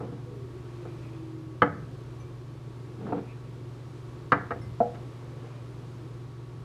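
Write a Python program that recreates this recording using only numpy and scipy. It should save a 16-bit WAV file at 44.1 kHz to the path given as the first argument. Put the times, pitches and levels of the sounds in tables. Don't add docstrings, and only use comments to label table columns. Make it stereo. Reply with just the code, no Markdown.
import sys
import numpy as np
from scipy import signal
from scipy.fft import rfft, irfft, next_fast_len
from scipy.io import wavfile
from scipy.ndimage import map_coordinates

SR = 44100
rng = np.random.default_rng(int(sys.argv[2]) if len(sys.argv) > 2 else 0)


def generate_wav(signal):
    frames = np.transpose(np.atleast_2d(signal))
    scaled = np.clip(frames, -1, 1) * 32767
    pcm = np.round(scaled).astype(np.int16)
    wavfile.write(sys.argv[1], SR, pcm)


N = 292821

# start_s, cup, level_db, weight_db, china_db, hardness_db_per_oct, tip_delay_s,
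# second_contact_db, grit_db
LANDINGS = [(1.6195, "back", -6, -1, -2.5, 0.5, 0.0043, -16.5, 4.5),
            (4.3198, "front", -5, -5, -1.5, -0.5, 0.0076, -10, 3),
            (4.507, "front", -21, 2.5, -4, -0.5, 0.0085, -6.5, -5),
            (4.946, "front", -44.5, 5, 8, 11, 0.0069, -3, 0)]
# start_s, level_db, boom_db, china_db
WOOD_BUMPS = [(.004, -27, 8, -13), (.123, -37, 17, -14), (0.8524, -27.5, -1, -15), (3.066, -28.5, 4, -11)]
# start_s, level_db, pitch_ratio
CUP_RELEASES = [(2.195, 1, 1), (4.612, 4, .885)]

CUP_MODES = {"back": [(1440, -7, 0.037), (1610, -5, 0.021), (1742, -9, .05), (2000, -25, 0.063),
             (2115, -20, 0.065), (2210, -22.5, 0.059), (2610, -23, .03), (2910, -29, 0.048),
             (3062, -20, 0.033), (3300, -25, 0.015), (3660, -30, 0.025), (4330, -33, 0.026)],
             "front": [(1573, -7, 0.039), (1700, -21, 0.033), (1863, -18.5, 0.047), (2020, -19.5, 0.043),
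             (2194, -23.5, 0.065), (2365, -31.5, 0.07), (2680, -23.5, 0.033), (2910, -28.5, 0.04),
             (3050, -27, .022), (3750, -28.5, 0.028), (4420, -31.5, 0.022), (7020, -47, .035)]}
FREE_CUP_MODES = [(2330, -60, .45), (6050, -59, .16), (11000, -66, .1)]
RISER_MODES = {"back": [(1040, -25, .04), (1160, -10, .028), (1230, -1, 0.025), (1275, -3, 0.037)],
               "front": [(1067, -14, 0.034), (1150, -4.5, .023), (1243, -0.5, 0.029), (1306, -14, 0.029)]}
SHELF_MODES = [(582, -18.5, 0.09), (679, -31, 0.29), (732, -6, 0.03), (752, -40, 0.24), (848, -13.5, 0.059)]
PANEL_MODES = [(407, -20.5, 0.1), (448.6, -17, 0.085), (481, -11, 0.085), (515, -22, 0.036)]
CABINET_MODES = [(95, -23.5, 0.26), (150, -16, 0.14), (191, -23, 0.18), (230.5, -24.5, 0.13),
                 (291, -15.5, 0.125)]
THUD_MODES = [(194, -9, .08), (294, -8, 0.15), (410, -12, 0.058), (468, -1, .05), (710, -6, .04),
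              (878, -5, 0.041), (1400, -19, 0.048)]
HOLLOW_MODES = [(224, -16, 0.04), (484, -21.5, 0.29), (559, -38.5, 0.32), (614, -32, .2), (684, -6, 0.038),
                (712, -26, 0.2), (820, -22.5, 0.1), (1360, -32.5, 0.045), (2190, -47, 0.033)]

# peak_s, level_db
SCUFF_PEAKS = [(.03, -35.5), (.14, -47.5), (3.04, -42), (3.095, -37), (3.17, -34.5)]
# peak_s, cloth_db, rim_offset_db
RUSTLE_PEAKS = [(.72, -62.5, -8), (1.07, -56.5, -4), (3.3, -57, -4.5), (5.25, -63, -15), (5.53, -50, -16.5)]
# time_s, pitch_hz, level_db, flutter_depth_hz
WHINE_PATH = [(.27, 414, -50, 6.1), (.37, 410, -49.5, 5.1), (.45, 386, -50, 7.8), (.51, 385, -59, 21),
              (.565, 370, -44.5, 30), (.65, 355, -57, 17.5), (.78, 349, -48.5, 3.95), (.95, 344, -48.5, 2),
              (1.07, 330, -50.5, 1.94), (1.22, 323, -43.5, 0.6), (1.58, 316, -47, 0.6)]
LEAD_PATH = [(.25, 495, -50, 5.3), (.31, 487, -50, 5), (.42, 480, -60, 8)]
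# pitch_hz, rms_db
HUM_LINES = [(120.0, -42.5), (141.8, -51), (164.0, -61.5), (240.0, -65.5), (360.0, -59), (925.9, -73),
             (1125, -67.5), (1303, -75.5), (2293, -83)]

# freq_hz, relative_density_db
GRIT_SPECTRUM = [(400, -38), (1400, 6), (3100, 5), (3700, -4), (4500, -0.5), (7000, -14.5), (10000, -25),
                 (15000, -33)]
GRAIN_SPECTRUM = [(300, -23), (600, -9), (850, 2), (1200, -1), (1700, 3.5), (2200, -2), (2600, -21),
                  (5000, -53)]
SHIVER_SPECTRUM = [(400, -25), (700, -5), (950, -8), (1300, 0), (1800, 0), (2150, -6), (2500, -22),
                   (5000, -42), (10000, -70)]
SLAP_SPECTRUM = [(200, -5), (900, -3), (1600, -10), (2000, -25), (2450, -17), (3200, -34), (8000, -70)]
SHUDDER_SPECTRUM = [(40, -28), (85, 5.5), (150, -8), (260, -18), (600, -59)]
SCUFF_SPECTRUM = [(60, -37), (150, -3), (200, 3), (300, 1), (380, -7), (470, 3.5), (580, -16), (750, -8),
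                  (1000, -19), (1400, -21.5), (2000, -32), (4000, -35), (9000, -80)]
CLOTH_SPECTRUM = [(200, -3), (450, 14), (700, 7), (1400, 1), (2000, -4.5), (3000, -10), (5000, -15.5),
                  (10000, -31), (14000, -46)]
RIM_SPECTRUM = [(1700, -26), (2200, -8), (2450, -2.5), (2650, -7), (3100, -24), (6000, -50)]
RUMBLE_SPECTRUM = [(20, -20), (35, -17), (55, -4.5), (85, -4), (150, -2), (205, -12.5), (280, -6),
                   (350, -3), (430, -8.5), (560, -15.5), (700, -26), (1200, -51)]
HISS_SPECTRUM = [(300, -26), (600, -0.5), (820, 1), (1120, 2), (1500, -5), (2000, -8), (2500, -9.5),
                 (4000, -10), (6300, -17.5), (10000, -24), (12500, -30.5), (14800, -52)]

# delay_s, gain_db
REFLECTIONS = [(.0092, -16), (0.016, -19), (0.024, -18), (0.032, -23.5), (0.0417, -22), (0.056, -24)]
# freq_hz, t60_s
CABINET_DECAY = [(150, 0.26), (600, 0.065), (1300, 0.062), (3000, 0.029), (9000, 0.032)]
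KITCHEN_DECAY = [(120, 1), (400, 0.57), (800, 0.33), (1300, 0.52), (2000, 0.46), (3000, 0.2), (9000, 0.38)]
# freq_hz, gain_db
KITCHEN_EQ = [(150, 1.5), (450, -1), (750, 3.5), (1230, -6), (1600, -3.5), (2100, -2), (4000, -4)]
# freq_hz, correlation
ROOM_COHERENCE = [(100, 1), (180, 0.82), (300, 0.63), (520, 0.38), (900, -0.1), (1500, 0.16), (2600, 0.059),
                  (4200, -0.25), (7000, -0.005)]
ECHO_COHERENCE = [(200, 1), (700, 0.71), (1300, 0.87), (2200, 0.58), (4000, -0.79), (8000, 0.092)]
# freq_hz, left_minus_right_db
PORT_BALANCE = [(480, 0), (620, -5), (760, -1.5), (900, -1.5), (1130, 0.7), (2000, 0), (6000, 0)]

SCENE_S = np.arange(N) / SR
HIT_S = np.arange(SR // 2) / SR


def set_downs(cabinet_db=1.5, panel_db=2, shelf_db=4.5):
    hits = []
    for start_s, cup, db, weight_db, china_db, hardness, tip_delay_s, second_db, grit_db in LANDINGS:
        wood_db = db + weight_db
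        parts_db = np.array([wood_db + cabinet_db, wood_db + panel_db, wood_db + shelf_db,
                             db, db + china_db])
        hits.append((start_s, contact(cup, *parts_db, hardness, grit_db)))
        hits.append((start_s + tip_delay_s, contact(cup, *(parts_db + second_db), hardness, grit_db)))
    return in_kitchen(hits)


def contact(cup, cabinet_db, panel_db, shelf_db, riser_db, cup_db, hardness_db_per_oct=0, grit_db=0):
    parts = np.array([
        ring(CABINET_MODES, attack_s=0.0031, opposed=True),
        ring(PANEL_MODES, attack_s=0.0018),
        ring(SHELF_MODES, attack_s=0.0036, opposed=True),
        ring(RISER_MODES[cup], attack_s=0.0013),
        ring(CUP_MODES[cup], attack_s=0.00099, tilt_db_per_oct=hardness_db_per_oct, opposed=True)])
    grit = burst(GRIT_SPECTRUM, ROOM_COHERENCE, cup_db + grit_db - 31, t60_s=0.026)
    grain = burst(GRAIN_SPECTRUM, ECHO_COHERENCE, riser_db - 20, t60_s=0.085) * rise(attack_s=0.0033)
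    shiver = burst(SHIVER_SPECTRUM, ECHO_COHERENCE, cup_db - 30, t60_s=0.42) * rise(attack_s=0.012)
    return amp([cabinet_db, panel_db, shelf_db, riser_db, cup_db]) @ parts + grit + grain + shiver


def bumps(rebound_s=0.00431, rebound_db=-8, panel_boom_share=0.39):
    hits = []
    for start_s, db, boom_db, china_db in WOOD_BUMPS:
        panel_db = db - 1 + panel_boom_share * boom_db
        riser_db = db + china_db
        parts_db = np.array([db + boom_db, panel_db, db, riser_db, riser_db - 6])
        hits.append((start_s, contact("back", *parts_db)))
        hits.append((start_s + rebound_s, contact("back", *(parts_db + rebound_db))))
    return in_kitchen(hits)


def thud(start_s=3.1225, ring_db=-17):
    board = amp(ring_db) * ring(THUD_MODES, attack_s=0.0016)
    return in_kitchen([(start_s, board + slap(level_db=-31))])


def hollow_knock(start_s=4.8035, ring_db=-0.5, right_bias_db=1.5):
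    clonk = amp(ring_db) * ring(HOLLOW_MODES, attack_s=0.0023)
    pan = amp([-right_bias_db / 2, right_bias_db / 2])
    return in_kitchen([(start_s, np.outer(pan, clonk) + slap(level_db=-33))])


def slap(level_db):
    return burst(SLAP_SPECTRUM, ECHO_COHERENCE, level_db, t60_s=0.044) * rise(attack_s=0.0012)


def releases():
    track = np.zeros((2, N))
    for start_s, level_db, pitch_ratio in CUP_RELEASES:
        modes = [(hz * pitch_ratio, db + level_db, t60_s) for hz, db, t60_s in FREE_CUP_MODES]
        add(track, np.tile(ring(modes, attack_s=0.005), (2, 1)), start_s)
    return track


def shudder(peak_s=4.68, level_db=-41.5):
    envelope = swells([(peak_s, level_db)], rise_db_per_s=49, fall_db_per_s=106)
    return envelope * noise(SHUDDER_SPECTRUM, ECHO_COHERENCE)


def scuffs():
    envelope = swells(SCUFF_PEAKS, rise_db_per_s=207, fall_db_per_s=174)
    stick_slip = amp(1.5 * wobble(rate_hz=60))
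    return envelope * stick_slip * noise(SCUFF_SPECTRUM, ECHO_COHERENCE)


def rustles():
    cloth_peaks = [(peak_s, db) for peak_s, db, _ in RUSTLE_PEAKS]
    cloth_gain = swells(cloth_peaks, rise_db_per_s=30, fall_db_per_s=57) * amp(1.6 * wobble(rate_hz=25))
    cloth = cloth_gain * noise(CLOTH_SPECTRUM, ROOM_COHERENCE)
    rim_peaks = [(peak_s, db + offset_db) for peak_s, db, offset_db in RUSTLE_PEAKS]
    rim_gain = swells(rim_peaks, rise_db_per_s=55, fall_db_per_s=70) * amp(2.5 * wobble(rate_hz=45))
    return cloth + rim_gain * noise(RIM_SPECTRUM, ROOM_COHERENCE)


def whine(fade_s=0.027):
    tones = 0
    for path in (WHINE_PATH, LEAD_PATH):
        time_s, *columns = np.transpose(path)
        hz, db, flutter_hz = (np.interp(SCENE_S, time_s, column) for column in columns)
        gate = np.clip(np.minimum(SCENE_S - time_s[0], time_s[-1] - SCENE_S) / fade_s, 0, 1)
        phase = 2 * np.pi * np.cumsum(hz + flutter_hz * wobble(rate_hz=70)) / SR
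        tones += gate * amp(db + 0.7 * wobble(rate_hz=12)) * np.sqrt(2) * np.sin(phase)
    return tones


def refrigerator():
    hum = 0
    for hz, rms_db in HUM_LINES:
        gain = amp(rms_db + 0.4 * wobble(rate_hz=3.08)) * np.sqrt(2)
        phase = 2 * np.pi * (hz * SCENE_S + rng.random()) + 0.063 * wobble(rate_hz=1)
        hum += gain * np.sin(phase)
    return hum


def room_noise(rumble_db=-46.5, hiss_db=-55):
    rumble = amp(rumble_db - wobble(rate_hz=6.5)) * noise(RUMBLE_SPECTRUM, ROOM_COHERENCE)
    hiss = amp(hiss_db - wobble(rate_hz=2.02)) * noise(HISS_SPECTRUM, ROOM_COHERENCE)
    return rumble + hiss


def in_kitchen(hits, scatter_db=-1, scatter_highpass_hz=1200, tail_db=-13):
    track = np.zeros((2, N))
    for start_s, sound in hits:
        add(track, sound, start_s)
        for delay_s, db in REFLECTIONS:
            add(track, amp(db) * sound, start_s + delay_s)
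        scatter = reverb(CABINET_DECAY, onset_s=0.003)
        scatter = filtered(scatter, lambda hz: hz / np.hypot(hz, scatter_highpass_hz))
        tail = filtered(reverb(KITCHEN_DECAY, onset_s=0.018), lambda hz: amp(along(KITCHEN_EQ, hz)))
        response = amp(scatter_db) * scatter + amp(tail_db) * tail
        add(track, signal.fftconvolve(sound, response, axes=1), start_s)
    return track


def reverb(decay, onset_s):
    hz, frame_s, bins = signal.stft(stereo_noise(ECHO_COHERENCE, SR // 2), SR, nperseg=256)
    tail = signal.istft(bins * amp(-60 * frame_s / along(decay, hz)[:, None]), SR, nperseg=256)[1]
    time_s = np.arange(tail.shape[1]) / SR
    tail *= 1 - np.exp(-(time_s / onset_s) ** 2)
    return tail / np.linalg.norm(tail[0])


def ring(modes, attack_s, tilt_db_per_oct=0, opposed=False):
    middle_hz = np.median([hz for hz, _, _ in modes])
    swing = 0
    for k, (hz, db, t60_s) in enumerate(modes):
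        envelope = amp(db + tilt_db_per_oct * np.log2(hz / middle_hz) - 60 * HIT_S / t60_s)
        swing += (-1) ** (k * opposed) * envelope * np.sin(2 * np.pi * hz * HIT_S)
    return swing * rise(attack_s)


def burst(spectrum, coherence, level_db, t60_s):
    return amp(level_db - 60 * HIT_S / t60_s) * noise(spectrum, coherence, len(HIT_S))


def rise(attack_s):
    return 1 - np.exp(-HIT_S / attack_s)


def swells(peaks, rise_db_per_s, fall_db_per_s):
    return sum(amp(db - np.maximum(rise_db_per_s * (s - SCENE_S), fall_db_per_s * (SCENE_S - s)))
               for s, db in peaks)


def noise(spectrum, coherence, size=N):
    coloured = filtered(stereo_noise(coherence, size), lambda hz: amp(along(spectrum, hz)))
    return coloured / np.sqrt(np.mean(coloured ** 2) + 1e-20)


def stereo_noise(coherence, size):
    def mid_side_gains(hz):
        angle = np.arccos(np.clip(along(coherence, hz), -1, 1)) / 2
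        return np.array([np.cos(angle), np.sin(angle)])
    mid, side = filtered(rng.standard_normal((2, size)), mid_side_gains)
    return np.array([mid + side, mid - side])


def wobble(rate_hz):
    knots = rng.standard_normal(int(N * rate_hz / SR) + 4)
    return map_coordinates(knots, [SCENE_S * rate_hz])


def filtered(x, response):
    size = x.shape[-1]
    padded = next_fast_len(size + 8192)
    return irfft(rfft(x, padded) * response(np.fft.rfftfreq(padded, 1 / SR)), padded)[..., :size]


def along(points, hz):
    freq_hz, values = np.transpose(points)
    return np.interp(np.log(hz + 1), np.log(freq_hz + 1), values)


def add(track, sound, start_s):
    start = max(round(start_s * SR), 0)
    track[:, start:start + sound.shape[-1]] += sound[:, :N - start]


def amp(db):
    return 10 ** (np.asarray(db) / 20)


def scene():
    impacts = set_downs() + bumps() + thud() + hollow_knock()
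    handling = releases() + shudder() + scuffs() + rustles()
    return impacts + handling + whine() + refrigerator() + room_noise()


def record(dry, cutoff_hz=14800):
    return filtered(dry, lambda hz: amp(np.outer([0.5, -0.5], along(PORT_BALANCE, hz))) * (hz < cutoff_hz))


dry = scene()
out = record(dry)
generate_wav(out)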